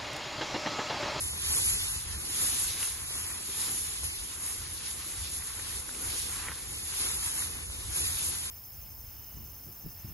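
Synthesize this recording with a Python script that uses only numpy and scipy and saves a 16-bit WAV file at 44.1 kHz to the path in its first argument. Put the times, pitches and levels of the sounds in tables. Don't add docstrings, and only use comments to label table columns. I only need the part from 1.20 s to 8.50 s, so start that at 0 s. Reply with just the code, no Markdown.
import sys
import numpy as np
from scipy import signal
from scipy.fft import rfft, irfft
from scipy.io import wavfile
from scipy.ndimage import uniform_filter1d

SR = 44100
rng = np.random.default_rng(int(sys.argv[2]) if len(sys.argv) > 2 else 0)


def to_wav(s):
    ch = np.atleast_2d(s).T
    pcm = np.round(np.clip(ch, -1, 1) * 32767)
    wavfile.write(sys.argv[1], SR, pcm.astype(np.int16))


def gain_from_decibels(decibels):
    exponent = np.asarray(decibels, float) / 20
    return 10 ** exponent


N = 321930

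# pitch_hz [Hz], level_db [dB per Hz]
STEM_COLOUR = [(120, 2), (200, -8.5), (350, -7.5), (650, -13.5), (800, -12), (1050, -8.5), (1400, -9.5),
               (2000, -8.5), (3500, -5), (5800, -0.5)]
# start_s [s], trample_db [dB], crunch_db [dB]
BOOT_LANDINGS = [(.38, -51, -63), (1.05, -53.5, -71), (1.25, -52.5, -49), (1.42, -57, -61),
                 (1.98, -69, -53.5), (2.13, -77, -54), (2.5, -55, -50.5), (3.25, -63, -52.5),
                 (3.9, -65, -69), (4.42, -69, -50.5), (4.7, -74, -59), (4.829, -50.5, -57),
                 (4.94, -53, -50.5), (5.27, -52.5, -42.5), (5.85, -52.5, -50), (6.21, -71, -49.5),
                 (6.361, -53, -50.5), (6.82, -53, -49)]


def curve(hz, table, column=1):
    rows = np.array(table)
    return np.interp(np.log(hz + 1), np.log(rows[:, 0]), rows[:, column])


def colour(x, table, lo_hz, hi_hz):
    hz = np.fft.rfftfreq(N, 1 / SR) + 1
    edges = 1 / np.sqrt((1 + (lo_hz / hz) ** 8) * (1 + (hz / hi_hz) ** 8))
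    y = irfft(rfft(x) * gain_from_decibels(curve(hz, table)) * edges, N)
    return y / np.std(y)


def walk(rate_hz):
    hold = int(SR / rate_hz)
    held = np.repeat(rng.standard_normal(N // 200), hold)[:N]
    return 1.7 * uniform_filter1d(uniform_filter1d(held, hold), hold)


def swells(under_db, rows):
    ms = np.arange(N * 1000 // SR + 2)
    power = 0
    for peak_s, peak_db, rise_ms, fade_ms in rows:
        late_ms = ms - 1000 * peak_s
        tens_down = np.where(late_ms < 0, -late_ms / max(rise_ms, 10), late_ms / max(fade_ms, 10))
        power = power + gain_from_decibels(2 * peak_db - 20 * tens_down)
    return 10 * np.log10(gain_from_decibels(2 * under_db) + np.interp(np.arange(N) * 1000 / SR, ms, power))


def ports(pair):
    body = [(80, .87, .1, -.4), (300, .75, -.1, -2.3), (450, .7, -.6, -2.3), (590, .55, -1.6, 0),
            (660, .65, -2.5, 2.5), (720, .5, -1.3, 4.5), (800, .55, -.5, 6.0), (1000, .78, -.4, 2.2),
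            (2000, .55, -.45, 1.0), (2300, .3, -2.0, .7), (3000, .58, -2.9, .3), (4200, .05, -3.0, .1),
            (5400, .45, -3.1, -3.0), (5850, .05, -1.5, -3.7), (6400, .8, .05, -.8), (8000, .96, .05, .05)]
    path_from_hz, path_to_hz, path_s = 6130, 10900, .000213
    hz = np.fft.rfftfreq(N, 1 / SR)
    alike = np.clip(curve(hz, body), 0, 1)
    path_hz = np.clip(hz, path_from_hz, path_to_hz) - path_from_hz
    lead = curve(hz, body, column=2) + 2 * np.pi * path_s * path_hz
    tilt = gain_from_decibels(curve(hz, body, column=3) / 2)
    a, b = rfft(pair)
    right = alike * np.exp(1j * lead) * a + np.sqrt(1 - alike ** 2) * b
    return irfft([a * tilt, right / tilt], N)


def widen(x, width_db):
    mid = (x[0] + x[1]) / 2
    side = (x[0] - x[1]) / 2 * gain_from_decibels(width_db)
    return np.array([mid + side, mid - side])


def ticks(spread_db, tail_s, hush_db, flicker_db):
    slips_per_s = 1500
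    slips = (rng.random(N) < slips_per_s / SR) * gain_from_decibels(2 * spread_db * rng.exponential(size=N))
    power = signal.lfilter([1], [1, -np.exp(-1 / (tail_s * SR))], slips)
    puff = np.sqrt(power / power.mean() + gain_from_decibels(2 * hush_db)) * gain_from_decibels(flicker_db * walk(25))
    return puff * rng.standard_normal((2, N))


def leg_swings():
    swishes = [(.01, -33, 237, 161), (.25, -37.5, 82, 410), (.38, -27, 210, 202), (0.548, -29, 448, 307),
               (1.09, -38.5, 704, 37), (1.218, -25.5, 107, 306), (1.41, -32.5, 69, 150),
               (1.63, -31, 132, 126), (2.0, -33, 234, 218), (2.409, -31, 205, 672), (2.59, -37.5, 580, 81),
               (2.842, -32, 3, 109.5), (3.3, -35, 299, 189), (3.7, -36.5, 332, 203), (3.8, -38, 35, 850),
               (4.04, -42, 63, 48), (4.16, -35.5, 114, 187), (4.579, -35, 252, 62), (4.9, -32, 91, 144),
               (5.14, -34.5, 780, 134), (5.41, -41, 98, 200), (5.81, -29.5, 116, 428), (6.23, -32, 776, 85),
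               (6.601, -39.5, 196, 153), (6.771, -31.5, 65, 754), (6.88, -31.5, 239, 40),
               (.12, -45, 100, 100), (7.06, -33, 236, 600)]
    return swells(-47, swishes) - 4


def follow(hiss_db, below_db, lag):
    return hiss_db + below_db - lag * (hiss_db + 40)


def boot_swells(under_db, column):
    rise_ms, fade_ms = 130, 60
    return swells(under_db, [(b[0], b[column], rise_ms, fade_ms) for b in BOOT_LANDINGS])


def blade_tips(hiss_db):
    tip_colour = [(5000, -8), (6200, -7.5), (6900, -3.5), (7700, -2), (8500, 0), (10800, 0), (11500, -2.5),
                  (11800, -8), (12000, -16)]
    return ports(colour(ticks(1.9, 0.0024, 2.2, 0.97), tip_colour, 5700, 14000) * gain_from_decibels(hiss_db + 3.5))


def blade_rasp(hiss_db, rasp_wide_db, sheen_wide_db):
    slips = ticks(2.5, 0.004, 1.4, 1.3)
    level_db = follow(hiss_db, -9, 0.17)
    rasp_db = level_db - 0.59 * rasp_wide_db - 2.5
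    sheen_db = level_db - 0.53 * sheen_wide_db - 0.82
    rasp = colour(slips, STEM_COLOUR, 2300, 3600) * gain_from_decibels(rasp_db)
    sheen = colour(slips, STEM_COLOUR, 3600, 5700) * gain_from_decibels(sheen_db)
    return widen(ports(rasp), rasp_wide_db) + widen(ports(sheen), sheen_wide_db)


def stem_crunch(hiss_db, wide_db):
    level_db = boot_swells(follow(hiss_db, -12, 0.34), column=2) - 0.25 * wide_db + 1.0
    crunch = colour(ticks(2.76, 0.0042, 0.86, 0.92), STEM_COLOUR, 750, 2450) * gain_from_decibels(level_db)
    return widen(ports(crunch), wide_db)


def trample(hiss_db):
    level_db = boot_swells(follow(hiss_db, -17.5, 0.6), column=1) + 2.5
    return ports(colour(ticks(2.9, 0.0071, 3.1, 0.93), STEM_COLOUR, 148, 773) * gain_from_decibels(level_db))


def grass():
    phone_turn = [(0.03, 4.5, 13.5, -4.5), (0.15, 3.5, 11, -2.5), (0.25, 2.5, 4, 3), (0.35, 0, 5.5, 9),
                  (0.45, 9.5, 10.5, -5.5), (0.56, 2.5, 11, -2.5), (0.75, 4, 9.5, -4), (0.82, -2, -9, 7),
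                  (0.97, 3, 0, 2), (1.1, -6.5, 2.5, 2), (1.3, -0.5, -2.5, 2.5), (1.6, -6.5, -10.5, 1),
                  (1.8, -0.5, -3.5, 6.5), (1.95, -2, 8, 1.5), (2.12, -3.5, 1.5, 5), (2.35, -4.5, -7.5, 2),
                  (2.55, 4, -7.5, 0.5), (2.73, 3.5, -2.5, 4.5), (2.9, 9, 6, -2.5), (3.1, -0.5, -3.5, 1.5),
                  (3.5, -2.5, -3.0, 0.5), (3.9, -1.5, -7, -2.5), (4.15, -4.5, -2, -1),
                  (4.47, 0.5, -2.5, 3.5), (4.75, -2, -4, -3), (5.0, 2.5, 4, -7.5), (5.25, -5, -7.5, 0.5),
                  (5.4, -6.5, -4, -4), (5.55, 1.5, 8, -1), (5.75, 0, -3, 2.5), (5.93, -2.5, 3.5, 4),
                  (6.15, 0.5, 1.5, 3.5), (6.35, 4, 8.5, -9), (6.53, 4.5, 8, -2.5), (6.66, 1, 0.5, -7.5),
                  (6.83, 4.5, 10.5, 1.5), (7.0, 1, -1, -4.5), (7.15, -3, 2.5, 0), (7.25, 4, 9, -2.5)]
    start_s, *widths = np.transpose(phone_turn)
    t = np.arange(N) / SR
    crunch_wide_db, rasp_wide_db, sheen_wide_db = (np.interp(t, start_s, w) for w in widths)
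    hiss_db = leg_swings()
    fine = blade_tips(hiss_db) + blade_rasp(hiss_db, rasp_wide_db, sheen_wide_db)
    return fine + stem_crunch(hiss_db, crunch_wide_db) + trample(hiss_db)


def wind():
    # start_s [s], level_db [dB]
    breeze = [
        (0, -48),
        (.5, -45),
        (1.2, -48.5),
        (2.4, -53),
        (3.2, -52.5),
        (5.6, -52),
        (6.5, -45.5),
        (7.3, -54),
    ]
    # start_s (peak) [s], level_db [dB]
    puffs = [(.04, -42), (.32, -41), (.53, -40.5), (.93, -40.5), (1.3, -49), (1.83, -45), (2.01, -45.5),
             (2.68, -50), (2.86, -42.5), (3.01, -46.5), (3.43, -41.5), (3.53, -47), (3.76, -48.5),
             (4.02, -44), (4.35, -55), (4.57, -46), (4.88, -46), (5.02, -43.5), (5.16, -44.5), (5.49, -50),
             (6.04, -45), (6.69, -42), (6.89, -40.5), (7.08, -47), (1.5, -54), (2.15, -52), (4.2, -51),
             (5.3, -49), (5.9, -46), (6.3, -58.5), (6.5, -42.5), (7.25, -50)]
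    # pitch_hz [Hz], level_db [dB per Hz]
    rumble = [(12, -46), (20, -18), (47, -3.5), (70, 3), (89, 1.5), (129, -10), (220, -19.5), (290, -72),
              (480, -120)]
    rise_ms, fade_ms = 77, 67
    breeze_db = np.interp(np.arange(N) / SR, *np.transpose(breeze))
    gust_db = swells(breeze_db, [(*p, rise_ms, fade_ms) for p in puffs])
    lumps = gain_from_decibels(0.88 * walk(11))
    return ports(colour(lumps * rng.standard_normal((2, N)), rumble, 8.6, 195) * gain_from_decibels(gust_db + 0.2))


def blade_whips():
    whips = [(0.0228, -26), (1.1618, -22), (2.1046, -28), (2.378, -25), (2.8404, -27), (3.6726, -28),
             (4.5685, -28), (4.8673, -24), (5.225, -32), (5.4226, -27), (5.915, -22), (6.763, -21),
             (.2324, -26), (1.4496, -25), (2.9317, -33), (4.0053, -32), (4.373, -34), (4.4209, -31),
             (4.6668, -32), (4.7147, -33), (5.3428, -35), (5.6062, -30), (5.8177, -23), (6.352, -34),
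             (6.6867, -31), (1.6285, -17.5)]
    out, t = np.zeros((2, N + 2000)), np.arange(600) / SR
    crack = np.sin(2 * np.pi * 9000 * t) * np.exp(-t / .00025)
    stutter = ((0, 6.0), (.0017, 4.0), (.004, .5), (.007, -1.5))
    for start_s, peak_db in whips:
        for lag_s, echo_db in stutter:
            i = int((start_s + lag_s) * SR)
            sign = np.sign(rng.standard_normal())
            out[0, i:i + 600] += sign * gain_from_decibels(peak_db + echo_db) * crack
    return ports(out[:, :N])


def stem_snaps():
    breaks = [(0.047, -40.5, 1160, -0.5), (0.134, -34, 1130, -1), (0.166, -47, 1220, 1.5),
              (0.202, -43, 1190, 2), (0.372, -29, 3450, -1), (0.602, -56, 3800, 3), (1.629, -23, 2830, 0),
              (2.056, -31, 1890, -3), (2.117, -31.5, 1820, 13), (2.785, -44, 3550, -3),
              (2.833, -33.5, 1050, 0), (4.034, -37, 3490, 5), (4.223, -31, 2060, -5),
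              (4.396, -30.5, 1900, 0), (4.692, -28, 1600, 5), (4.749, -31.5, 2640, 1.5),
              (5.27, -37, 1530, -7), (5.285, -20, 1980, -3), (5.295, -30, 1310, -2),
              (5.318, -27.5, 1740, -6.5), (6.223, -26.5, 1820, 8), (6.273, -37, 1760, -5),
              (6.5, -35, 1090, 4), (6.972, -27.5, 3850, -1), (0.402, -29, 3970, -2), (1.151, -36, 3710, -6),
              (5.01, -34.5, 4280, -2)]
    out, t = np.zeros((2, N + 2000)), np.arange(600) / SR
    for start_s, peak_db, pitch_hz, pan_db in breaks:
        ring = np.sin(2 * np.pi * pitch_hz * t) * np.exp(-t / 0.00093)
        sides_db = np.array([[pan_db], [-pan_db]]) / 2
        for lag_s, echo_db in ((0, -1), (.0021, -9.5)):
            i = int((start_s + lag_s) * SR)
            out[:, i:i + 600] += gain_from_decibels(peak_db + echo_db + sides_db) * ring
    return out[:, :N]


def thrift(x, table, grid, waver_db, squeezed):
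    # start_s [s], coarser_db [dB]
    squeeze = [(0, 2.5), (.2, -1), (.34, 3), (.5, 2), (.74, 3.5), (.8, 0.5), (.9, 4), (1.1, 5),
               (1.18, -0.5), (1.8, -1.5), (1.92, 4), (2.15, 5), (2.3, 2), (2.75, -1.5), (2.9, 0.5),
               (3.05, 1), (4.4, 1.5), (4.52, 4), (4.62, 1.5), (5.4, 2), (5.85, 1.5), (6.0, 0), (6.16, 5),
               (6.3, 1.5), (6.82, 2), (6.92, -0.5), (7.15, 0.5), (7.25, 1)]
    squeeze_from_hz, squeeze_to_hz = 2000, 5800
    hop, starved_db = 1024, 10.5
    n, k = np.arange(2 * hop), np.arange(564)
    window = signal.windows.kaiser_bessel_derived(2 * hop, 4 * np.pi)
    waves = np.cos(np.pi / hop * np.outer(n + .5 + hop / 2, k + .5))
    basis = window[:, None] * waves * np.sqrt(2 / hop)
    lead = hop - grid
    padded = np.pad([x[0] + x[1], x[0] - x[1]], ((0, 0), (lead, 2 * hop - (lead + N) % hop)))
    blocks = padded.reshape(2, -1, hop)
    lines = np.concatenate([blocks[:, :-1], blocks[:, 1:]], axis=2) @ basis

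    edges = np.r_[0:96:8, 96:564:12]
    widths = np.diff(edges, append=len(k))
    level = np.sqrt(np.add.reduceat(lines ** 2, edges, axis=2) / widths) + 1e-9
    hz = (edges + widths / 2) * SR / 2 / hop

    waver = uniform_filter1d(rng.standard_normal(level.shape), 3, axis=1)
    top = level.max(axis=0) * gain_from_decibels(waver_db * waver)
    starve_db = curve(hz, table, column=2)
    keep = (level > top * gain_from_decibels(starve_db)) | (level == level.max(axis=0))
    frame_s = (np.arange(level.shape[1]) * hop + grid) / SR
    middle = (hz > squeeze_from_hz) & (hz < squeeze_to_hz)
    squeeze_db = squeezed * np.outer(np.interp(frame_s, *np.transpose(squeeze)), middle)
    kept_step_db = curve(hz, table) + squeeze_db
    step_db = np.where(keep, kept_step_db, starve_db + starved_db + 0.37 * squeeze_db)
    step = np.repeat(top * gain_from_decibels(step_db), widths, axis=2)
    rounded = np.floor((abs(lines) / step) ** .75 + .4054) ** (4 / 3) * step

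    frames = (np.sign(lines) * rounded) @ basis.T
    first_half = np.pad(frames[:, :, :hop], ((0, 0), (0, 1), (0, 0)))
    second_half = np.pad(frames[:, :, hop:], ((0, 0), (1, 0), (0, 0)))
    total, diff = (first_half + second_half).reshape(2, -1)[:, lead:lead + N]
    return np.array([total + diff, total - diff]) / 2


def scene():
    return grass() + wind() + blade_whips() + stem_snaps()


def roll_off(x):
    return signal.sosfilt(signal.butter(12, 12930, fs=SR, output="sos"), x)


def record(dry):
    # pitch_hz [Hz], step_db (rounding), starve_db (weaker of sum and difference) [dB re stronger]
    first_pass = [(200, -30, -30), (800, -18, -20), (1200, -11, -12), (1550, -5, -9), (2100, 2, -6),
                  (3300, 3, -5.5), (4600, 2.5, -5.5), (5700, 0, -5), (6500, -3, -5), (7300, 1.5, -2.5),
                  (7800, -4, -2), (9000, -4, -2.5), (9500, 2, -1.5), (9900, -1, -4.5), (10700, -5, -6),
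                  (11400, -4, -10.5), (11760, 8, -5), (12020, 14, -5)]
    later_pass = [(200, -24, -30), (800, -15, -22), (1200, -11, -15), (1550, -5.5, -13), (2100, 0, -11),
                  (3000, -1.5, -8.5), (3500, -1, -9), (4600, -2.5, -11), (5700, -6, -11), (7300, -6.5, -9),
                  (7800, -9, -7), (9100, -10, -7), (10500, -11, -10), (11400, -8, -14), (12020, 4, -10)]
    first = thrift(dry, first_pass, grid=700, waver_db=3.5, squeezed=1)
    mix = thrift(first, later_pass, grid=191, waver_db=2, squeezed=0)
    return roll_off(mix)


dry = scene()
out = record(dry)
to_wav(out)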